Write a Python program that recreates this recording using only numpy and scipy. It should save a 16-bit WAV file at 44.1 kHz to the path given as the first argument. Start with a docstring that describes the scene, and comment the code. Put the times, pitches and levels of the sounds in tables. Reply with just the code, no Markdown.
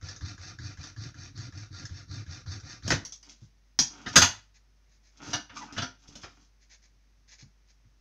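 """A small hacksaw rasps quickly to and fro through thin plastic, each tooth tearing off a chip,
while the wooden desk beneath rumbles along. Near 2.9 s the piece cracks off; the steel saw clinks
as it is put down. Just after 4 s a plastic box tips over, then scrapes, squeaks and knocks as it is
slid and set upright. Hands rub over the parts and bump the desk. Throughout: a small dry room
with a faint mains hum, all dull above 7 kHz."""
import sys
import numpy as np
from scipy import signal
from scipy.fft import rfft, irfft, next_fast_len
from scipy.io import wavfile
from scipy.ndimage import uniform_filter1d, map_coordinates

SR = 44100
rng = np.random.default_rng(int(sys.argv[2]) if len(sys.argv) > 2 else 0)


def materialize(psi):
    """Save the field psi as 16-bit PCM at rate SR to the path in sys.argv[1].

    A 1-D psi becomes a single channel; in a 2-D psi each row is a channel.
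    """
    bounded = np.clip(np.atleast_2d(psi).T, -1, 1)
    quanta = np.round(bounded * 32767).astype(np.int16)
    wavfile.write(sys.argv[1], SR, quanta)


N = 353152

# saw strokes, pull and push in turn: turn t/s, rasp/dB, tooth catch/dB, desk jolt/dB
SAW_STROKES = [(0.013, -47, -56, -36), (.209, -46, -49.5, -28), (.379, -47, -51.5, -48),
               (0.587, -47, -46.5, -38), (.773, -47.5, -51.5, -36), (.963, -47.5, -53.5, -43),
               (1.143, -49.5, -55, -42), (1.346, -47, -66, -42), (1.524, -49.5, -54, -40.5),
               (1.712, -46.5, -78, -58), (1.893, -51, -55, -33.5), (2.082, -46.5, -78, -34),
               (2.264, -48, -55.5, -33.5), (2.462, -45, -52.5, -36.5), (2.623, -46, -69, -39),
               (2.824, -43.5, -56, -34)]
# modes of the plastic, sheet and box alike: f/Hz, level/dB
PLASTIC_MODES = [(260, -8.5), (495, -18.5), (700, -8.5), (965, -6.5), (1249, -1.5), (1372, -3.5),
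                 (1431, -4.5), (1750, -5), (2875, -6), (3360, -10.5), (4047, -11.5), (4595, 1),
                 (5544, -8.5), (5676, -4.5), (5840, -4.5), (6157, -9), (6312, 3.5)]


def amp(db):
    """Decibels to gain."""
    return 10 ** (np.asarray(db) / 20)


def unit(x):
    """Scale to rms 1."""
    return x / np.sqrt(np.mean(x ** 2) + 1e-20)


def along(points, hz):
    """Read (f/Hz, value) points on a log frequency axis."""
    f, v = np.transpose(points)
    return np.interp(np.log(hz + 1), np.log(f + 1), v)


def add(track, s, sound):
    """Mix a sound into the track from time s on."""
    start = max(round(s * SR), 0)
    track[start:start + len(sound)] += sound[:len(track) - start]


def colour(x, spectrum, peaks=(), peak_db=0):
    """Minimum-phase filter: spectrum (f/Hz, level/dB) with peaks (f/Hz, width/Hz, level/dB) on it."""
    m = 2 * next_fast_len(len(x) // 2 + 4096)
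    hz = np.fft.rfftfreq(m, 1 / SR)
    lift = 1 + sum(amp(db + peak_db) / (1 + (2 * (hz - f) / width) ** 2) for f, width, db in peaks)
    cepstrum = irfft(np.log(amp(along(spectrum, hz)) * lift))
    cepstrum[1:m // 2] *= 2
    cepstrum[m // 2 + 1:] = 0
    return irfft(rfft(x, m) * np.exp(rfft(cepstrum)))[:len(x)]


def room(x, wet_db, early_t60_s=0.12, early_db=5):
    """Direct sound, quick echoes off the cluttered desk and the room's tail, at unchanged power."""
    # room decay: f/Hz, t60/s
    decay_times = [(100, 0.31), (1000, 0.3), (6000, 0.28), (12000, 0.21)]
    hz, t, noise = signal.stft(rng.standard_normal(SR // 2), SR, nperseg=256)
    decay = amp(-60 * t / along(decay_times, hz)[:, None]) + amp(early_db - 60 * t / early_t60_s)
    tail = signal.istft(noise * decay, SR, nperseg=256)[1]
    response = amp(wet_db) * tail / np.linalg.norm(tail)
    response[0] += 1
    return signal.fftconvolve(x, response / np.linalg.norm(response))[:len(x)]


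def background(hum_hz=50, hum_db=-63, air_db=-72):
    """Mains hum over the faint hiss of the room."""
    # room hiss: f/Hz, level/dB
    air_spectrum = [(45, -24.5), (95, 0), (160, -8), (240, -10), (350, -15), (570, -19), (1100, -20),
                    (2000, -19), (3200, -23.5), (4300, -23), (5700, -19), (6500, -21.5), (7100, -34.5),
                    (8200, -37), (15500, -41)]
    hum = np.sqrt(2) * np.sin(2 * np.pi * hum_hz * np.arange(N) / SR)
    air = unit(colour(rng.standard_normal(N), air_spectrum))
    return amp(hum_db) * hum + amp(air_db) * air


def finger_brushing():
    """Skin rubs over plastic in short soft swipes."""
    # finger swipes: t/s, length/s, level/dB
    swipes = [(4.535, 0.055, -62), (4.872, 0.12, -70.5), (5.024, 0.094, -66), (6.6, 0.067, -65.5),
              (6.692, 0.076, -54.5), (6.817, 0.054, -62.5), (7.276, 0.028, -58.5), (7.296, 0.068, -53.5),
              (7.376, 0.066, -54.5), (7.669, 0.058, -65.5)]
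    # skin friction: f/Hz, level/dB
    spectrum = [(300, -15.5), (1300, -10), (2100, 2.5), (3000, -8.5), (4000, -2.5), (5800, 3), (6800, -1),
                (8200, -36), (15000, -50)]
    envelope = np.zeros(N)
    for s, length_s, db in swipes:
        add(envelope, s, amp(db) * np.sin(np.linspace(0, np.pi, int(length_s * SR))))
    friction = unit(colour(grit(per_s=5600, spread_db=1), spectrum))
    return room(envelope * friction, wet_db=-3.5)


def hand_bumps(t60_s=0.16, rise_s=0.0025):
    """A hand lands softly on the desk: a dull thud without pitch."""
    # hand landings: t/s, level/dB
    landings = [(3.415, -49), (5.781, -39), (7.425, -51.5), (7.849, -59.5)]
    # desk thud: f/Hz, level/dB
    spectrum = [(40, -19), (90, 5), (140, 6.5), (200, -2), (290, -13), (450, -32), (1500, -34),
                (5000, -73.5)]
    out, t = np.zeros(N), np.arange(SR // 4) / SR
    envelope = (1 - np.exp(-t / rise_s)) * amp(-60 * t / t60_s)
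    for s, db in landings:
        thud = colour(rng.standard_normal(len(t)), spectrum) * envelope
        add(out, s, amp(db) * thud / np.std(thud[:SR // 30]))
    return out


def box_squeaks(waver=0.09, octave_db=-11.5):
    """An edge of the dragged box sticks and slips at a gliding, unsteady pitch."""
    # squeaks: t/s, length/s, start f/Hz, end f/Hz, level/dB
    glides = [(5.563, 0.023, 1236, 1190, -40), (5.606, 0.0447, 1045, 827, -46.5),
              (5.679, 0.0465, 1212, 1400, -52.5)]
    out = np.zeros(N)
    for s, length_s, start_hz, end_hz, db in glides:
        progress = np.linspace(0, 1, int(length_s * SR))
        wobble = unit(uniform_filter1d(rng.standard_normal(len(progress)), size=60))
        pitch_hz = (start_hz + (end_hz - start_hz) * progress) * (1 + waver * wobble)
        phase = 2 * np.pi * np.cumsum(pitch_hz) / SR
        tone = np.sin(phase) + amp(octave_db) * np.sin(2 * phase)
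        add(out, s, amp(db) * unit(np.sqrt(progress) * (1 - progress) * tone))
    return room(out, wet_db=0)


def grit(per_s, spread_db):
    """Friction: tiny impacts of random size, rms 1."""
    impacts = (rng.random(N) < per_s / SR) * rng.standard_normal(N)
    return unit(impacts * amp(spread_db * rng.standard_normal(N)))


def sliding():
    """Plastic scrapes over the desk, swelling and fading with each movement of the hand."""
    # slides: t/s, length/s, scrape/dB, hiss/dB
    moves = [(3.24, 0.088, -60.5, -52.5), (3.314, 0.18, -89, -66.5), (3.867, 0.3, -52, -58),
             (4.124, 0.074, -38, -38.5), (5.121, 0.22, -64.5, -57), (5.187, 0.222, -43, -48.5),
             (5.504, 0.18, -50, -50.5), (5.675, 0.15, -50, -55), (5.989, 0.35, -61.5, -55.5),
             (6.304, 0.17, -69.5, -64.5)]
    # low scrape of the body: f/Hz, level/dB
    scrape_spectrum = [(50, -25), (120, 6), (200, 6), (290, 8.5), (420, -9), (750, -4), (1300, -4.5),
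                       (2100, -10), (3000, -6.5), (6000, -51.5)]
    # surface hiss: f/Hz, level/dB
    hiss_spectrum = [(1200, -25.5), (2200, -9), (3000, -6), (4600, 0), (6100, 2.5), (6900, -3.5),
                     (8200, -28), (15000, -48.5)]
    body_peaks = [(720, 48, 2.5), (1400, 160, -1.5)]
    scrape_gain, hiss_gain = np.zeros((2, N))
    for s, length_s, scrape_db, hiss_db in moves:
        speed = np.abs(np.sin(np.linspace(0, np.pi, int(length_s * SR)))) ** 0.87
        add(scrape_gain, s, amp(scrape_db) * speed)
        add(hiss_gain, s, amp(hiss_db) * speed)
    scrape = unit(colour(grit(per_s=1200, spread_db=6), scrape_spectrum, body_peaks, peak_db=-2.5))
    hiss = unit(colour(grit(per_s=230, spread_db=4.5), hiss_spectrum))
    return room(scrape_gain * scrape + hiss_gain * hiss, wet_db=9)


def blows(hits, spectrum, modes, contact_t60_s, ring_t60_s, rise_s, ring_db, wet_db, split_hz=450):
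    """A short crack rings the object's modes and thuds in the desk; harder contact has more treble."""
    out, t = np.zeros(N), np.arange(SR // 2) / SR
    lowpass = signal.butter(4, split_hz, 'lowpass', fs=SR, output='sos')
    highpass = signal.butter(4, split_hz, 'highpass', fs=SR, output='sos')
    attack = slice(0, SR // 50)
    for s, db, treble_db, thud_db in hits:
        contact = rng.standard_normal(len(t)) * amp(-60 * t / contact_t60_s)
        crack = room(colour(contact, spectrum), wet_db)
        ring = sum(amp(mode_db + rng.normal(0, 3.7)) * np.sin(2 * np.pi * (hz * t + rng.random()))
                   for hz, mode_db in modes)
        ring *= amp(-60 * t / ring_t60_s)
        hit = crack / np.std(crack[attack]) + amp(ring_db) * ring / np.std(ring[attack])
        hit *= 1 - np.exp(-t / rise_s)
        tilt = [(2200, 0), (5800, treble_db), (15000, treble_db + 2 * min(treble_db, 0))]
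        clack = colour(signal.sosfilt(highpass, hit), tilt)
        thud = signal.sosfilt(lowpass, hit)
        add(out, s, amp(db) * clack / np.std(clack[attack]) + amp(thud_db) * thud / np.std(thud[attack]))
    return out


def saw_clinks():
    """The steel frame rings briefly as the saw is put down."""
    # clinks: t/s, level/dB, treble/dB, desk thud/dB
    hits = [(3.05, -40, 5.5, -69.5), (3.122, -42.5, 6.5, -85), (3.228, -54, 0.5, -89),
            (3.789, -18, 0, -36.5), (5.724, -50.5, -0.5, -54), (6.085, -64, 11, -54.5),
            (6.154, -47.5, -1, -52)]
    # steel contact: f/Hz, level/dB
    spectrum = [(60, -8.5), (240, -7), (400, -21), (740, -14), (2000, -12), (3200, -9.5), (4500, -5.5),
                (5050, -2.5), (5700, 1.5), (6400, 0), (7000, -12), (8500, -30), (15500, -40.5)]
    # saw frame modes: f/Hz, level/dB
    steel_modes = [(3700, -17.5), (4960, -6.5), (5130, -15), (5400, -5.5), (5660, -16.5), (6150, -36.5),
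                   (6300, 5), (6490, -35)]
    return blows(hits, spectrum, steel_modes,
                 contact_t60_s=0.012, ring_t60_s=0.1, rise_s=0.002, ring_db=-15, wet_db=0.5)


def box_knocks():
    """The plastic box strikes the desk: bright on a hard corner, dull on a flat side."""
    # knocks: t/s, level/dB, treble/dB, desk thud/dB
    hits = [(4.061, -35.5, -13, -39.5), (4.082, -44, -5, -46), (4.157, -11, 0, -26.5),
            (4.173, -16.5, 4.5, -37), (4.218, -15.5, 0, -29.5), (5.276, -51, -1.5, -45),
            (5.331, -27.5, -6.5, -43), (5.494, -50.5, -21, -59), (5.764, -40.5, -13, -44),
            (5.777, -31.5, -11, -40.5), (5.819, -33, -11, -38), (6.232, -44.5, -13, -49)]
    # box contact: f/Hz, level/dB
    spectrum = [(40, -17), (100, 6), (175, -6), (255, -4.5), (400, -17), (500, -16), (760, -9.5),
                (1080, -11.5), (1500, -1.5), (2300, -10), (3200, -4.5), (4300, -5), (6150, 2.5),
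                (8300, -24.5), (15500, -34)]
    return blows(hits, spectrum, PLASTIC_MODES,
                 contact_t60_s=0.025, ring_t60_s=0.22, rise_s=0.004, ring_db=-11, wet_db=4)


def sheet_break():
    """The sheet cracks and breaks through during the last stroke."""
    # cracks: t/s, level/dB, treble/dB, desk thud/dB
    hits = [(2.863, -48.5, -2.5, -44), (2.878, -34, 6.5, -36.5), (2.904, -23.5, -3, -31),
            (2.92, -26.5, -3.5, -29)]
    # fracture: f/Hz, level/dB
    spectrum = [(50, -11), (95, 12.5), (150, 5.5), (200, -7.5), (290, -7), (420, -17.5), (600, -7.5),
                (1050, -13), (1550, -7), (2300, -12), (3500, -14.5), (6200, -5.5), (8300, -33.5),
                (15500, -48.5)]
    return blows(hits, spectrum, PLASTIC_MODES,
                 contact_t60_s=0.02, ring_t60_s=0.17, rise_s=0.00089, ring_db=-14, wet_db=1)


def desk_rumble(rumble_gain, judder_hz=103, judder_db=-5, boom_hz=88.3, rise_s=0.012, delay_s=0.01478):
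    """The desk shudders under the strokes as the sheet judders, and booms just after each turn."""
    # desk shudder: f/Hz, level/dB
    spectrum = [(30, -63), (65, -24.5), (90, 6.5), (118, 2.5), (160, -7.5), (220, -16.5), (300, -8),
                (390, -28), (480, -38), (900, -66)]
    wobble = unit(uniform_filter1d(rng.standard_normal(N), size=1200))
    pitch_hz = judder_hz * np.exp(0.1024 * wobble)
    judder = amp(judder_db) * unit(np.sin(2 * np.pi * np.cumsum(pitch_hz) / SR))
    shudder = unit(colour(grit(per_s=400, spread_db=1), spectrum))
    out = rumble_gain * unit(judder + shudder)
    t = np.arange(SR // 4) / SR
    swell = (t / rise_s) * np.exp(1 - t / rise_s)
    for s, _, _, jolt_db in SAW_STROKES:
        overtone_hz = 1.6 * boom_hz * np.exp(0.041 * rng.standard_normal())
        boom = np.sin(2 * np.pi * boom_hz * t) + amp(-11) * np.sin(2 * np.pi * overtone_hz * t)
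        add(out, s + delay_s, amp(jolt_db) * swell * boom)
    return out


def blade_catches(t60_s=0.01):
    """The blade catches: at a turn mostly the sheet knocks, in mid-stroke mostly the steel ticks."""
    # mid-stroke snags: t/s, level/dB
    snags = [(0.0869, -41), (.162, -45), (0.8381, -44), (1.3762, -46.5), (1.8533, -41.5), (2.6, -49.5)]
    knock_spectrum = [(200, -8.5), (900, -5.5), (1300, 2), (1750, 8), (2800, -10.5), (4000, 2),
                      (5500, -27), (8500, -47)]
    tick_spectrum = [(2000, -14), (4100, 2.5), (6200, 5), (7200, -7.5), (8500, -35.5), (15000, -50)]
    at_turns = [(s, db + 2.5, db - 1) for s, _, db, _ in SAW_STROKES]
    mid_stroke = [(s, db - 4, db + 2.5) for s, db in snags]
    out, t = np.zeros(N), np.arange(SR // 20) / SR
    for s, knock_db, tick_db in at_turns + mid_stroke:
        burst = rng.standard_normal(len(t)) * amp(-60 * t / t60_s)
        for spectrum, db in (knock_spectrum, knock_db), (tick_spectrum, tick_db):
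            part = colour(burst, spectrum)
            add(out, s, amp(db) * part / np.std(part[:SR // 200]))
    return room(out, wet_db=8.5)


def stroke_motion(stop_s=2.99, rest_s=0.008, lead_s=0.006, pull_rumble_db=-47, push_rumble_db=-41):
    """Speed and bite (0-1), rasp and rumble gains: the blade rests at turns, digs in as a push starts."""
    speed, bite, rasp_gain, rumble_gain = np.zeros((4, N))
    ends_s = [row[0] for row in SAW_STROKES[1:]] + [stop_s]
    for k, ((turn_s, rasp_db, _, _), end_s) in enumerate(zip(SAW_STROKES, ends_s)):
        pushing = k % 2 == 1
        s = turn_s - lead_s  # the blade creeps before its teeth catch
        progress = np.linspace(0, 1, int((end_s - turn_s - rest_s) * SR))
        skew = 0.88 if pushing else 0.84  # below 1: speed peaks early
        arc = np.abs(np.sin(np.pi * progress ** skew))
        add(speed, s, arc)
        add(bite, s, pushing / (1 + (2.5 * progress) ** 6))
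        add(rasp_gain, s, amp(rasp_db) * arc ** (1.05 if pushing else 1.35))
        add(rumble_gain, s, amp(push_rumble_db if pushing else pull_rumble_db) * arc ** 0.53)
    return speed, bite, rasp_gain, rumble_gain


def saw_rasp(speed, bite, rasp_gain, nominal_tooth_hz=850, chip_db=1, slow_db=-1, bite_db=-1.5):
    """Each tooth tears off a chip while the flank rubs; a slow blade is duller, a biting one hollow."""
    # rasp of the cut: f/Hz, level/dB
    spectrum = [(150, -26.5), (330, -6), (480, -7), (1030, -13.5), (1250, 0), (2000, -5), (2600, -8),
                (2800, -10.5), (3350, -13), (3650, -6), (5600, 0), (6600, -5), (8400, -44), (15000, -56.5)]
    # resonances of blade and sheet: f/Hz, width/Hz, level/dB
    kerf_peaks = [(1335, 320, -11), (1583, 132, -3.5), (2438, 110, -1), (3633, 140, -3.5),
                  (4030, 240, -2.5), (4640, 333, -4.5), (5410, 82, 5), (5760, 250, -2.5),
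                  (6290, 175.7, -8.5), (7840, 140, 9.5)]
    slow_eq = [(1000, 5.5), (1600, 1), (2900, 3.5), (4500, -1), (5400, -3.5), (7000, 0.5)]
    bite_eq = [(700, -3), (1400, 1.5), (2300, -3.5), (2800, -12), (3200, -2), (3700, 2), (4450, 5),
               (5300, -2.5), (6500, -2)]
    tooth_hz = nominal_tooth_hz * speed * np.exp(0.67 * rng.standard_normal(N))
    teeth_passed = np.floor(np.cumsum(tooth_hz) / SR)
    chips = np.diff(teeth_passed, prepend=0) * amp(1.9 * rng.standard_normal(N)) * rng.choice([-1, 1], N)
    force = grit(per_s=7000, spread_db=5) + amp(chip_db) * chips * np.sqrt(SR / nominal_tooth_hz) / 2
    # the next tooth meets the same roughness: a faint gliding pitch
    one_tooth_ago = np.arange(N) - SR / (nominal_tooth_hz * (speed + 0.1))
    force = force + amp(-8) * force[np.clip(one_tooth_ago, 0, N - 1).astype(int)]
    cut = unit(colour(force, spectrum, kerf_peaks, peak_db=-1))
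    brisk = speed ** 2.1
    gliding = brisk * cut + amp(slow_db) * (1 - brisk) * colour(cut, slow_eq)
    rasp = (1 - bite) * gliding + amp(bite_db) * bite * colour(cut, bite_eq)
    # the teeth grip unevenly: 70 random levels a second
    grip_db = map_coordinates(rng.standard_normal(N // 400), [np.arange(N) * 70 / SR], mode='wrap')
    return room(amp(grip_db) * rasp_gain * rasp, wet_db=-3)


def scene():
    """Sawing, the break, then tidying up; mono."""
    speed, bite, rasp_gain, rumble_gain = stroke_motion()
    sawing = saw_rasp(speed, bite, rasp_gain) + blade_catches() + desk_rumble(rumble_gain)
    impacts = sheet_break() + box_knocks() + saw_clinks() + hand_bumps()
    rubbing = sliding() + box_squeaks() + finger_brushing()
    return (sawing + impacts + rubbing + background())[None]


def record(dry):
    """Clip at full scale, then cut everything above the band limit."""
    top_hz = 15700
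    m = next_fast_len(N + SR // 2)
    passband = np.fft.rfftfreq(m, 1 / SR) < top_hz
    return irfft(rfft(np.clip(dry, -1, 1), m) * passband, m)[..., :N]


dry = scene()
out = record(dry)
materialize(out)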